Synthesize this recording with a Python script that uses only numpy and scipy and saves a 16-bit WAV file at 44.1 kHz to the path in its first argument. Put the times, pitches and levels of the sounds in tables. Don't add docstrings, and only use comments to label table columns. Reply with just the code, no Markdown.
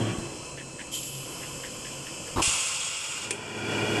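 import sys
import numpy as np
from scipy import signal
from scipy.fft import rfft, irfft
from scipy.io import wavfile

SR = 44100
rng = np.random.default_rng(int(sys.argv[2]) if len(sys.argv) > 2 else 0)


def bounce(signal):
    frames = np.transpose(np.atleast_2d(signal))
    limited = np.clip(frames, -1, 1)
    pcm = np.round(limited * 32767).astype(np.int16)
    wavfile.write(sys.argv[1], SR, pcm)


N = 176400

# freq_hz, gain_db
EXHAUST_SPECTRUM = [(120, -18), (500, -14.5), (900, -2.5), (1250, -3.5), (1800, -6.5), (2300, 0.5),
                    (2800, 4), (3300, 3), (4050, -9.5), (5100, 0.5), (6000, -4), (6900, 1.5), (8200, 3),
                    (9200, -11.5), (11500, -15.5)]
# freq_hz, gain_db
JET_SPECTRUM = [(2000, -20), (5000, 2), (8000, 10), (10800, 0), (11800, -18)]
# freq_hz, width_hz, re_flow_db
PORT_MODES = [(2590, 37, -13), (2794, 94, -8.5), (6850, 150, -11)]
VENT_S, SHUT_S, VENT_ATTACK_S = 2.414, 3.24, 0.0082


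def cylinder_vent():
    jet = undb(-26.5) * envelope(VENT_S, VENT_ATTACK_S, decay_s=0.23) * noise(JET_SPECTRUM)
    dump = undb(-30.5) * envelope(VENT_S, VENT_ATTACK_S, decay_s=0.15)
    bleed = undb(-31.5) * envelope(VENT_S, VENT_ATTACK_S, decay_s=1.43)
    opening = envelope(VENT_S, VENT_ATTACK_S, hold_s=SHUT_S - VENT_S, decay_s=0.052)
    flow = hiss(EXHAUST_SPECTRUM) + resonances(PORT_MODES)
    return opening * ((dump + bleed) * flow + jet) * flicker(0.52, rate_hz=50)


# start_s, level_db
BAR_KNOCKS = [(2.359, -25), (2.369, -24), (2.38, -24.5), (2.393, -24.5), (2.399, -28.5)]
# freq_hz, gain_db
CLUNK_SPECTRUM = [(25, -8), (60, 1.5), (170, -2.5), (220, -5), (330, 9), (450, -8), (740, -11), (860, -3.5),
                  (1070, -1.5), (1400, -14), (2000, -23), (3000, -21.5), (8000, -31)]


def nozzle_bar():
    knocks = sum(undb(db) * envelope(start_s, 0.0032, decay_s=0.013) for start_s, db in BAR_KNOCKS)
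    return knocks * noise(CLUNK_SPECTRUM)


# freq_hz, gain_db
SNAP_SPECTRUM = [(200, -9), (1000, -14), (2300, 5.5), (4000, -4), (7000, 0.5), (9500, 4.5), (12000, -23)]
# freq_hz, width_hz, level_db
VALVE_MODES = [(407, 34, -35), (2550, 160, -34), (3200, 220, -42), (8000, 1500, -37)]
SNAP_S = 3.307


def valve_snap():
    snap = undb(-24) * envelope(SNAP_S, 0.00057, hold_s=0.0031, decay_s=0.0048) * noise(SNAP_SPECTRUM)
    ring = envelope(SNAP_S, 0.0021, decay_s=0.028) * resonances(VALVE_MODES)
    return snap + ring


# time_s, gain_db
EFFORT_CURVE = [(0, -2), (.04, -4.5), (.12, -6), (.22, -11.5), (.35, -11.5), (.6, -48), (3.05, -28.5),
                (3.28, -11), (3.42, -9.5), (3.62, -5.5), (3.72, -0.5), (3.83, 0.5), (3.92, 1.5), (4, 3)]
# freq_hz, level_db
HUM_TONES = [(107.2, -41), (213.6, -41), (303, -45.5), (337, -42.5), (420, -39.5), (481, -49)]
# freq_hz, gain_db
FRAME_SPECTRUM = [(30, -40), (62, -15), (85, -14), (110, 0.5), (180, -4), (350, -0.5), (520, -5.5),
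                  (950, -9.5), (1150, -18.5), (1550, -21), (2100, -18.5), (2800, -33), (3400, -16),
                  (3900, -39), (5000, -29), (6000, -25), (8000, -22), (9300, -33), (12000, -34)]
# time_s, gain_db
WHIRR_CURVE = [(0, -32), (.1, -10), (.2, -41), (.4, -64), (3.1, -15), (3.4, -11.5), (3.62, -6.5),
               (3.72, -1), (3.83, -1.5), (3.92, -0.5), (4, 0)]
# freq_hz, width_hz, level_db
GEAR_MODES = [(986, 72, -47.5), (1490, 150, -39), (1890, 52, -47), (2342, 38, -39.5), (2440, 42, -40),
              (2700, 260, -42.5), (2840, 39, -40.5), (2940, 59, -46), (3350, 52, -42), (4900, 910, -45.5)]
# freq_hz, level_db
MESH_TONES = [(878, -48), (1001, -49.5), (1416.5, -43.5), (1949, -51.5), (2407, -42.5), (2869, -49),
              (3541, -57), (4385, -55), (4780, -55)]
# freq_hz, width_hz, level_db
BRAKE_MODES = [(112, 6.4, -34.5), (168, 26, -37.5), (237, 28, -36.5), (340, 19, -33), (640, 150, -42.5),
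               (1120, 30, -46), (1600, 390, -43.5), (2620, 17, -50.5), (2840, 120, -49), (3160, 150, -44.5)]
HUM_WAVER, HUM_EXPONENT, GEAR_ROUGHNESS = 0.00686, 1.48, 0.075


def drive():
    effort = curve(EFFORT_CURVE)
    hum = sum(undb(db) * tone(hz, HUM_WAVER) * flicker(2, rate_hz=19) for hz, db in HUM_TONES)
    frame = undb(-32.5) * noise(FRAME_SPECTRUM)
    mesh = sum(undb(db) * tone(hz, waver=0.001) * flicker(2, rate_hz=25) for hz, db in MESH_TONES)
    shake = 1 + GEAR_ROUGHNESS * tone(HUM_TONES[0][0], HUM_WAVER)
    whirr = curve(WHIRR_CURVE) * (resonances(GEAR_MODES) + mesh) * shake
    groan = envelope(0, 0.0018, hold_s=0.068, decay_s=0.11) * resonances(BRAKE_MODES)
    return effort ** HUM_EXPONENT * hum + effort * frame + whirr + groan


# freq_hz, gain_db
PUFF_SPECTRUM = [(1500, -21), (2300, -12), (3100, 0.5), (3900, -6), (5000, -5), (6000, -4), (7200, 5.5),
                 (8400, 2), (9300, -12), (10300, -3.5), (11500, -13)]
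# freq_hz, gain_db
SPRAY_SPECTRUM = [(6000, -30), (9200, -15), (10200, 2), (11500, 6), (12000, -4.5)]
# freq_hz, gain_db
SEEP_SPECTRUM = [(1200, -25), (1900, -34), (2400, -0.5), (2900, 2.5), (3200, 3.5), (3900, -17),
                 (4500, -6.5), (5050, 2.5), (5900, -8.5), (7000, 3), (8000, -1.5), (9300, -10),
                 (11500, -10.5)]
OPEN_S, OPEN_ATTACK_S, SPIT_S = 0.912, 0.022, 0.938


def filling_valves():
    puff = undb(-34.5) * envelope(OPEN_S, OPEN_ATTACK_S, decay_s=0.16)
    spit = undb(-41) * envelope(SPIT_S, 0.003, hold_s=0.011, decay_s=0.018)
    nozzle = hiss(PUFF_SPECTRUM) + undb(-7.5) * resonance(3090, width_hz=130)
    burst = (puff + spit) * nozzle * flicker(1.4, rate_hz=80)
    spray = undb(-40) * envelope(OPEN_S, OPEN_ATTACK_S, decay_s=0.41)
    seep = undb(-44) * envelope(OPEN_S, OPEN_ATTACK_S, hold_s=VENT_S - OPEN_S, decay_s=0.052)
    return burst + spray * noise(SPRAY_SPECTRUM) + seep * hiss(SEEP_SPECTRUM)


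# start_s, level_db
AIR_THUMPS = [(0.182, -25.5), (2.478, -28.5)]
# freq_hz, gain_db
THUMP_SPECTRUM = [(20, -17), (90, -6), (250, -18), (500, -28), (1500, -50)]


def air_thumps():
    thumps = sum(undb(db) * envelope(start_s, 0.0017, decay_s=0.0096) for start_s, db in AIR_THUMPS)
    return thumps * noise(THUMP_SPECTRUM)


# start_s, level_db, pitch_hz, pitch_re_rasp_db, contact_s
RUBS = [(0.572, -44.5, 1870, -19, 0.022), (0.783, -44, 1730, -2.5, 0.028), (1.415, -46, 1800, -10, 0.018),
        (1.632, -39, 1770, -9, 0.011), (1.845, -44.5, 1770, -19, 0.021), (2.062, -48, 1730, -6, .016),
        (2.262, -51, 1750, -10, .024)]
# freq_hz, gain_db
RASP_SPECTRUM = [(600, -35), (1350, -26), (1720, 6), (2100, -3.5), (2500, -6), (3150, -0.5), (3900, -20),
                 (5000, -26), (9000, -31)]


def scrapes():
    rasp = noise(RASP_SPECTRUM)
    rubs = np.zeros(N)
    for start_s, level_db, pitch_hz, pitch_re_rasp_db, contact_s in RUBS:
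        contact = envelope(start_s, 0.005, hold_s=contact_s, decay_s=0.019)
        ring = undb(pitch_re_rasp_db) * resonance(pitch_hz, width_hz=260)
        rubs += undb(level_db) * contact * (rasp + ring)
    return rubs * flicker(3.5, rate_hz=250)


# freq_hz, gain_db
DRONE_SPECTRUM = [(25, -8.5), (63, -5), (100, -6), (135, 2.5), (176, -1.5), (240, 0), (330, 2), (430, -4),
                  (540, -1), (680, -11.5), (950, -17), (3000, -75)]
# freq_hz, initial_db, sag_db_per_s
MOTOR_WHINES = [(2612, -54, -0.2), (4090.5, -57.5, 3.5)]
# freq_hz, gain_db
LEAK_SPECTRUM = [(3800, -14), (5000, -6.5), (6000, -4), (7000, -0.5), (8100, -2), (9200, -8), (11500, -20)]
PUMP_STOP_S, PUMP_DECAY_S, WHINE_DECAY_S = 2.36, 0.076, 1


def pumps():
    drone = undb(-46) * noise(DRONE_SPECTRUM) + undb(-50) * resonance(134.6, width_hz=5.1)
    whine = np.zeros(N)
    for hz, initial_db, sag_db_per_s in MOTOR_WHINES:
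        flutter = flicker(1.2, rate_hz=3.3) * flicker(1.8, rate_hz=22)
        whine += undb(initial_db - sag_db_per_s * clock()) * tone(hz, waver=0.00059) * flutter
    leak = undb(-48.5) * (hiss(LEAK_SPECTRUM) + undb(-7.5) * resonance(8070, width_hz=100))
    idle_s = np.maximum(clock() - PUMP_STOP_S, 0)
    return (drone + leak) * np.exp(-idle_s / PUMP_DECAY_S) + whine * np.exp(-idle_s / WHINE_DECAY_S)


# freq_hz, gain_db
HALL_SPECTRUM = [(25, 0), (60, 1.5), (120, 5), (300, 2), (550, 6.5), (850, 1.5), (1100, 3.5), (1400, -6),
                 (2000, -9.5), (2550, 1.5), (3200, 0.5), (3900, -27), (4500, -8.5), (5100, -4.5),
                 (5900, -5), (7000, -1.5), (8000, 1), (8850, -8.5), (9700, -12.5), (11500, -21)]


def hall():
    return undb(-44.5) * hiss(HALL_SPECTRUM) * flicker(2.3, rate_hz=1.5)


HISS_EDGES_HZ = [0, 700, 1300, 2200, 3500, 4600, 6300, 8800, 22051]


def hiss(spectrum):
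    bins = rfft(reflect(noise(spectrum), decay_s=0.015, level_db=-5))
    f = np.fft.rfftfreq(N, 1 / SR)
    bands = (irfft(bins * ((f >= lo) & (f < hi)), N) for lo, hi in zip(HISS_EDGES_HZ, HISS_EDGES_HZ[1:]))
    return unit(sum(band * flicker(0.9, rate_hz=6.6) for band in bands))


def undb(db):
    return 10 ** (np.asarray(db) / 20)


def unit(x):
    return x / np.sqrt(np.mean(x ** 2))


def clock():
    return np.arange(N) / SR


def curve(rows):
    return undb(np.interp(clock(), *np.array(rows).T))


def noise(spectrum):
    hz, db = np.array(spectrum).T
    f = np.maximum(np.fft.rfftfreq(N, 1 / SR), 1)
    gain = undb(np.interp(np.log(f), np.log(hz), db))
    return unit(irfft(rfft(rng.standard_normal(N)) * gain, N))


def resonance(hz, width_hz):
    f = np.fft.rfftfreq(N, 1 / SR)
    return unit(irfft(rfft(rng.standard_normal(N)) / (1 + ((f - hz) / width_hz) ** 2), N))


def resonances(modes):
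    return sum(undb(db) * resonance(hz, width_hz) for hz, width_hz, db in modes)


def flicker(spread_db, rate_hz):
    return undb(spread_db * resonance(0, rate_hz))


def tone(hz, waver):
    pitch_hz = hz * (1 + waver * resonance(0, width_hz=7.96))
    return np.sqrt(2) * np.sin(2 * np.pi * (np.cumsum(pitch_hz) / SR + rng.random()))


def envelope(start_s, attack_s, decay_s, hold_s=0):
    t = clock() - start_s
    return np.clip(t / attack_s, 0, 1) * np.exp(-np.maximum(t - attack_s - hold_s, 0) / decay_s)


def reflect(x, decay_s, level_db):
    tail = rng.standard_normal(N) * np.exp(-clock() / decay_s)
    return x + undb(level_db) * signal.fftconvolve(x, tail / np.linalg.norm(tail))[:N]


ROOM_T60_S, LOWPASS_HZ = 0.18, 11900


def scene():
    transients = nozzle_bar() + valve_snap() + air_thumps() + scrapes()
    echoing = reflect(transients, decay_s=ROOM_T60_S / np.log(1000), level_db=-16)
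    return (cylinder_vent() + echoing + drive() + filling_valves() + pumps() + hall())[None]


def record(dry):
    return signal.sosfilt(signal.ellip(10, .2, 80, LOWPASS_HZ, fs=SR, output="sos"), dry)


dry = scene()
out = record(dry)
bounce(out)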